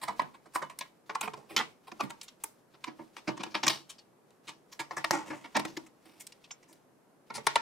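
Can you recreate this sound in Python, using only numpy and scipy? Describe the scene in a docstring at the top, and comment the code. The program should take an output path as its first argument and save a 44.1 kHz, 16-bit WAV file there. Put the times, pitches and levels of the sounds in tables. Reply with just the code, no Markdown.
"""A quiet room, the camera's stereo microphone close to an open steel computer case. Over a low hush a
screwdriver backs five small screws out of the board. Its tip scrapes and snaps in the first head, each
touch a cluster of tiny impacts sounding through board and case; then fingers pick at loose parts with
bright ticks. From 1.4 s threads rub, and three times the freed board rattles. At 6.5 s a loose screw
pings, and the tip moves on to the last head."""
import sys
import numpy as np
from scipy import signal
from scipy.fft import rfft, irfft, next_fast_len
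from scipy.io import wavfile
from scipy.ndimage import uniform_filter1d, map_coordinates

SR = 44100
rng = np.random.default_rng(int(sys.argv[2]) if len(sys.argv) > 2 else 0)


def int16_out(signal):
    """Quantize to a 16-bit WAV file."""
    q = np.round(np.clip(np.atleast_2d(signal).T, -1, 1) * 32767)
    wavfile.write(sys.argv[1], SR, q.astype(np.int16))


N = 335601

# room background, as a spectral density: freq_hz, level_db
HUSH_SPECTRUM = [(25, -39.5), (80, -23), (140, -5.5), (400, -5.5), (900, -12.5), (1300, -17), (3500, -31),
                 (12000, -31.5), (16000, -45)]
# likeness of that background in left and right: freq_hz, correlation
HUSH_LIKENESS = [(100, 0.71), (4000, 0.097)]
# the room's decay: freq_hz, t60_s
ROOM_DECAY = [(150, .38), (1000, 0.22), (14000, 0.27)]
# the room's answer at the microphone: freq_hz, level_db
ROOM_LEVEL = [(150, -1.5), (1000, -6), (14000, -14)]
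# modes of board and case: pitch_hz, width_hz, then drive_db from each of the five screws
CASE_MODES = [(142, 8.5, -6, -1, -4, -5, 6.5), (217, 50, -4.5, -6.5, -3.5, -8, -3),
              (321.9, 30, -0.5, 0, 4.5, 3.5, -5.5), (436, 31, -20.5, 0, -11, -23, 2),
              (589, 92, -3, -9, -6, -5.5, -6), (759, 55, -3.5, -1, -4, -2.5, -9),
              (907, 71, 3, 3.5, 3, 2, 6), (1054, 168, 4.5, 0.5, 4, 0, -4),
              (1390, 64, -44.5, -3.5, -15, -6, 1.5), (1674, 26, -1, -31.5, -3, -12.5, -37),
              (1895, 49, 0, -11.5, -9, -1, 0), (2170, 430, 2, -6.5, -12, -4, -2),
              (2972, 16, 5, -34.5, -6.5, -15, -36), (3750, 1300, 0, -15.5, -11.5, -13, -6.5),
              (5420, 1500, -6, -10, -4, -5, -4), (8000, 2100, -7.5, -9, -9, -8.5, -6.5)]
# stereo side signal off the case walls: freq_hz, level_db
WALL_SPREAD = [(200, -4.5), (4000, -11.5)]
# the panels radiate more to the right: freq_hz, left_minus_right_db
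PANEL_LEAN = [(300, -3), (3000, -0.5)]
# where a touch's thud, middle, clack and tick lie: freq_hz
COLOUR_BANDS_HZ = (300, 1000, 3000, 13000)
# the tool moves on to the next screw: start_s
NEXT_SCREW_S = (1, 2.6, 4.6, 7)
# the five screws: clack_db, ring_db, left_minus_right_db
SCREW_VOICES = [(-14, 5, -0.5), (-5.5, 6.5, 0.5), (3.5, 6, 1.5), (-3, 5.5, 1), (-1.5, 11.5, .5)]
# tip and head ring together, one note a screw: pitch_hz
HEAD_PITCH_HZ = (8800, 2480, 2400, 1750, 9800)
# tip dragging over a head: start_s, level_db, swell_s, thud_db, bright_db
TIP_SCRAPES = [(0.012, 3, 0.024, -5.5, 16), (0.073, 10.5, 0.014, 1.5, -3.5), (.336, -9, 0.013, -12, -3),
               (0.454, -16.5, 0.0074, 6, 5), (0.535, 1, 0.024, 2, 23.5), (.614, 5, 0.012, -0.5, -2),
               (0.697, -4.5, 0.00079, -14, 7), (1.093, 6.5, 0.0024, -5.5, -9.5),
               (1.225, 6.5, 0.012, -1.5, 13), (1.866, -6.5, 0.014, -1, 12), (2.022, -4, 0.015, 16.5, 16),
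               (2.733, -18, 0.012, 6, -6.5), (2.868, -0.5, 0.0076, 6.5, -18), (2.985, -3.5, 0.012, 7, -56),
               (3.163, -4.5, 0.0062, -3.5, 5.5), (3.272, 10, 0.01, 6, -14), (3.39, -2, 0.017, 11.5, -12),
               (3.457, -7, 0.0074, 4, -19), (3.541, 10.5, 0.011, -1.5, -1.5), (3.629, 6, 0.0054, 7, 10),
               (4.468, -3, 0.023, -3, 10), (4.715, -12.5, 0.013, -8, 25), (4.79, 6.5, 0.011, -4, 9),
               (4.907, 4.5, 0.0027, -6.5, -11), (4.964, 10, 0.0064, -4, 2.5), (5.298, 6.5, 0.011, 4.5, -24),
               (5.323, 1, .011, -0.5, -22), (5.438, -2, 0.0079, -1.5, -4), (5.545, 18.5, 0.02, 0.5, -11),
               (7.337, 0, 0.019, 1, 13.5), (7.371, 0.5, 0.01, 4.5, -5)]
# shaft in the fingers, as a spectral density: freq_hz, level_db
SHAFT_SPECTRUM = [(500, 1.5), (5000, -4), (15000, -15.5)]
# tip snapping against a head: start_s, level_db, swell_s, thud_db, bright_db
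TIP_CLICKS = [(0.1931, 16.5, 0.0023, -10.5, -13), (.214, -0.5, 0.006, 10.5, 0),
              (0.555, 18, 0.0015, -17.5, -44.5), (1.147, 13, 0.0077, -17, -6.5),
              (1.208, 8, 0.0054, -14, 17), (1.273, 5.5, 0.0059, -3, -7.5), (1.334, 0.5, 0.0055, -2, -4.5),
              (1.915, -3, 0.0049, 6, 3), (1.993, 15.5, 0.019, -6.5, -2), (2.092, 3, 0.016, -9.5, 6.5),
              (2.837, -1, 0.0066, -21, 5), (3.366, -6, 0.012, 3.5, 3), (3.431, 3, .006, 2, 5.5),
              (3.664, 11, 0.0043, 2.5, 11), (3.679, 9.5, 0.0012, -8, 22.5), (5.041, 12, 0.0035, -7, 6.5),
              (5.108, 13, 0.00062, 4, 17), (5.565, 7.5, 0.0018, 8.5, 12), (5.592, 7.5, 0.0042, 3.5, 9.5),
              (5.649, 2.5, .004, 7.5, 9.5), (5.766, -1, 0.0071, 9.5, 13.5), (7.298, 2.5, 0.0095, -2, -20),
              (7.466, 18.5, 0.0033, -9.5, 5.5), (7.555, 20, 0.0027, -11, -5.5)]
# fingers on a loose screw: start_s, level_db, swell_s, clack_db, tick_db, ring_hz
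FINGER_TICKS = [(0.787, -13.5, .0026, 3.5, 13.5, 9000), (0.806, -0.5, 0.0062, -2.5, -15, 1670),
                (2.211, -19.5, 0.0036, 20, 2, 6160), (2.225, -22.5, 0.01, 11, 13, 5600),
                (2.278, -23, 0.0058, 20.5, -1, 7100), (2.437, -0.5, .001, -1, 9, 11000),
                (3.891, -18.5, 0.011, 18.5, 5.5, 9600), (3.98, -26.5, 0.0095, 19.5, -15, 4500),
                (4.305, -29, 0.0012, 3, -8, 1254), (5.861, -19.5, 0.0077, 2, -6.5, 2860),
                (6.196, -18, 0.012, 9, 14, 2055), (6.266, -29, .003, 17, 18, 8700),
                (6.32, -24.5, 0.003, 14, -5, 2800), (6.436, -26, 0.012, 14.5, -16, 2640),
                (6.505, -11.5, 0.0052, 7, -18, 5400), (6.625, -27, 0.0067, 16, -15, 2730),
                (6.726, -34.5, 0.0046, 13, 16.5, 9300)]
# thread and fingers rubbing: start_s, level_db, t60_s, bright_db
THREAD_RUBS = [(1.356, -11, 0.33, 3), (1.488, -5.5, 0.26, 18), (3.496, -19.5, 0.13, 16),
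               (5.252, -4, 0.78, 12), (5.668, -11, 0.16, 15.5), (6.037, -19.5, 1, 26),
               (6.675, -20, 0.26, 19.5)]
# the freed board: start_s, level_db, swell_s, t60_s, clack_db, tick_db, ring_hz
BOARD_RATTLES = [(1.563, 9, 0.00062, 0.093, 11.5, -4, 3050), (1.568, 10.5, 0.033, 0.11, 8.5, -33.5, 7170),
                 (3.685, 6, 0.017, 0.21, 10, -6, 1876), (5.117, 15, 0.016, 0.24, -2.5, -26.5, 1485)]
# a loose screw ringing on: start_s, level_db
SCREW_PINGS = [(7.6, -57), (6.512, -38.5)]
# modes of a loose screw: pitch_hz, level_db
PING_MODES = [(5300, -8), (5530, -5), (6250, -6), (6450, 0), (7400, -8)]


def amp(db):
    """Decibels to gain."""
    return 10 ** (np.asarray(db) / 20)


def along(points, hz):
    """(freq_hz, value) points read on a log axis."""
    freqs, values = np.transpose(points)
    return np.interp(np.log(hz + 1), np.log(freqs + 1), values)


def filtered(x, response):
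    """x through a frequency response."""
    size = next_fast_len(N + SR // 2)
    return irfft(rfft(x, size) * response(np.fft.rfftfreq(size, 1 / SR)), size)[..., :N]


def causal(gain):
    """The response with this gain that rings only after the blow."""
    cepstrum = irfft(np.log(np.maximum(gain, 1e-6)))
    half = len(cepstrum) // 2
    cepstrum[1:half] *= 2
    cepstrum[half + 1:] = 0
    return np.exp(rfft(cepstrum))


def add(track, start_s, sound):
    """Mix a sound into the track."""
    part = track[:, max(round(start_s * SR), 0):][:, :sound.shape[-1]]
    part += sound[:, :part.shape[-1]]


def evened(x, width_hz):
    """Spectrum of x with its broad humps levelled: energy 1, the fine ripple stays."""
    spectrum = rfft(x)
    humps = uniform_filter1d(np.abs(spectrum) ** 2, int(width_hz * len(x) / SR) + 1)
    return spectrum * causal(np.abs(humps) ** -.5)


def wobble(t, per_s):
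    """A smooth random curve with per_s knots a second."""
    return map_coordinates(rng.standard_normal(size=1024), [t * per_s])


def room_hush(db):
    """Low room noise under the microphone's hiss, wider in the treble."""
    def mid_and_side(hz):
        angle = np.arccos(np.clip(along(HUSH_LIKENESS, hz), -1, 1)) / 2
        return amp(along(HUSH_SPECTRUM, hz)) * [np.cos(angle), np.sin(angle)]
    mid, side = filtered(rng.standard_normal((2, N)), mid_and_side)
    return amp(db) * np.array([mid + side, mid - side]) / np.std(mid)


def impacts(size, per_s):
    """Randomly timed tiny impacts, rms 1."""
    return (rng.random(size) < per_s / SR) * rng.standard_normal(size) * np.sqrt(SR / per_s)


def metal_contact(t, swell_s, t60_s, rub=0.75, chatter_db=2):
    """Metal catching on metal: tiny impacts over a fine rub, swelling, chattering and dying."""
    envelope = np.minimum(t / max(swell_s, 1 / SR), 1) * amp(-60 * np.maximum(t - swell_s, 0) / t60_s)
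    chatter = amp(chatter_db * wobble(t, per_s=200))
    return envelope * chatter * (impacts(len(t), per_s=3000) + rub * rng.standard_normal(len(t)))


def resonance(hz, centre_hz, width_hz):
    """One damped mode, gain 1 at its centre."""
    return 1j * hz * width_hz / (centre_hz ** 2 - hz * hz + 1j * hz * width_hz)


def scatter(t, t60_s, width_hz):
    """Spectrum of a short spray of reflections, energy 1."""
    return evened(rng.standard_normal(len(t)) * amp(-60 * t / t60_s), width_hz)


def room_tail(size, onset_s=0.0013):
    """Stereo reverberation; each frequency dies at its own speed."""
    hz, t, noise = signal.stft(rng.standard_normal((2, size)), SR, nperseg=256)
    t60 = along(ROOM_DECAY, hz)[:, None]
    decay = amp(along(ROOM_LEVEL, hz)[:, None] - 60 * t / t60)
    equal_energy = np.sqrt(np.log(10 ** 6) / (t60 * SR))
    onset = 1 - np.exp(-t / onset_s)
    return signal.istft(noise * decay * equal_energy * onset, SR, nperseg=256)[1][:, :size]


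def panel_radiation(hz, low_hz=119, high_hz=13700):
    """Small panels radiate little bass and favour the right; no contact is hard enough for the very top."""
    u = 1j * hz / low_hz
    bass_cut = u ** 3 / ((1 + u) * (1 + u + u * u))
    lean = amp(along(PANEL_LEAN, hz) * [[.5], [-.5]])
    return bass_cut * lean / np.sqrt(1 + (hz / high_hz) ** 8)


def through_case(touches, size=16384, direct_db=-13, ring_q=18):
    """Each touch has its own hardness and ring, spreads through the case and fades in the room."""
    out = np.zeros((2, N))
    t, hz = np.arange(size) / SR, np.fft.rfftfreq(size, 1 / SR)
    modes = np.array([resonance(hz, *row[:2]) for row in CASE_MODES])
    for start_s, db, swell_s, t60_s, thud_db, clack_db, tick_db, ring_hz in touches:
        screw = np.searchsorted(NEXT_SCREW_S, start_s)
        _, ring_db, pan_db = SCREW_VOICES[screw]
        force = evened(metal_contact(t, swell_s, t60_s), width_hz=400)
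        hardness = amp(np.interp(np.sqrt(hz), np.sqrt(COLOUR_BANDS_HZ), (thud_db, 0, clack_db, tick_db)))
        ring = np.hypot(1, amp(ring_db) * np.abs(resonance(hz, ring_hz, ring_hz / ring_q)))
        # the place sets how strongly each mode is driven, the direction of the push its sign
        drive = amp(np.array(CASE_MODES)[:, 2 + screw])
        body = (drive * rng.choice([-1, 1], len(modes))) @ modes + amp(direct_db)
        # bending waves in the sheet smear every impact
        sheet = scatter(t, t60_s=.006, width_hz=640)
        # reflections inside the case reach left and right differently
        walls = scatter(t, t60_s=0.011, width_hz=410) * amp(along(WALL_SPREAD, hz))
        near = causal(hardness * ring) * body * sheet * np.array([1 + walls, 1 - walls])
        # the room gathers the power of all panels, so its answer is smooth
        power = drive ** 2 @ np.abs(modes) ** 2 + amp(direct_db) ** 2
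        far = causal(hardness * np.sqrt(power)) * rfft(room_tail(size))
        gains = amp([[db + pan_db / 2], [db - pan_db / 2]])
        add(out, start_s, gains * irfft(force * (near + far)))
    return filtered(out, panel_radiation)


def tip_colour(start_s, bright_db, tick_db=-24):
    """clack_db, tick_db and ring_hz at the screw in hand: a harder edge lifts the top most."""
    screw = np.searchsorted(NEXT_SCREW_S, start_s)
    return SCREW_VOICES[screw][0] + 0.25 * bright_db, tick_db + bright_db, HEAD_PITCH_HZ[screw]


def tip_scrapes(t60_s=0.081):
    """The tip drags over the head as the grip changes."""
    for start_s, db, swell_s, thud_db, bright_db in TIP_SCRAPES:
        yield start_s, db, swell_s, t60_s, thud_db, *tip_colour(start_s, bright_db)


def shaft_grit(work, db, hold_s):
    """While the hands are busy the shaft rubs faintly in the fingers, in uneven little strokes."""
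    busy = np.abs(uniform_filter1d(work[0] ** 2, int(hold_s * SR)))
    strokes = map_coordinates(rng.standard_normal(N // 1000), [np.arange(N) * 30 / SR])  # 30 knots a second
    grains = impacts(N, per_s=6000) + .7 * rng.standard_normal((2, N))
    friction = filtered(grains, lambda hz: amp(along(SHAFT_SPECTRUM, hz)))
    return amp(db + 2.5 * strokes) * (busy / busy.max()) ** 0.17 * friction


def tip_clicks(t60_s=0.024):
    """The tip snaps against the head and stops dead."""
    for start_s, db, swell_s, thud_db, bright_db in TIP_CLICKS:
        yield start_s, db, swell_s, t60_s, thud_db, *tip_colour(start_s, bright_db)


def finger_ticks(sharpest_t60_s=0.018, drag=4, thud_db=-7.5):
    """Fingers pick up a loose screw; a slower touch also fades more slowly."""
    for start_s, db, swell_s, *colour in FINGER_TICKS:
        yield start_s, db, swell_s, sharpest_t60_s + drag * swell_s, thud_db, *colour


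def thread_rubs(swell_s=.018, thud_db=11.5):
    """Thread and fingers rub slowly on the board."""
    for start_s, db, t60_s, bright_db in THREAD_RUBS:
        yield start_s, db, swell_s, t60_s, thud_db, *tip_colour(start_s, bright_db)


def board_rattles(thud_db=-0.5):
    """A screw leaves its thread and the freed board rattles."""
    for start_s, db, swell_s, t60_s, *colour in BOARD_RATTLES:
        yield start_s, db, swell_s, t60_s, thud_db, *colour


def screw_pings(t60_s=0.075, waver_cycles=0.18):
    """A screw, briefly free of the fingers, rings unsteadily at a few high notes."""
    out, t = np.zeros((2, N)), np.arange(SR // 2) / SR
    for start_s, db in SCREW_PINGS:
        for hz, mode_db in PING_MODES:
            cycles = hz * t + rng.random((2, 1)) / 2 + waver_cycles * wobble(t, per_s=500)
            envelope = amp(db + mode_db - 60 * t / t60_s) * np.minimum(t * hz / 10, 1)
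            add(out, start_s, envelope * np.sin(2 * np.pi * cycles))
    return out


def scene():
    """The work on the case, close up, with the room behind it."""
    work = through_case([*tip_clicks(), *tip_scrapes(), *thread_rubs(), *board_rattles(), *finger_ticks()])
    return work + screw_pings() + shaft_grit(work, db=-56.5, hold_s=0.073) + room_hush(db=-66.0)


def record(dry):
    """The camera keeps nothing above its band limit."""
    top_hz = 15700
    return filtered(dry, lambda hz: 1 / np.sqrt(1 + (hz / top_hz) ** 160))


dry = scene()
out = record(dry)
int16_out(out)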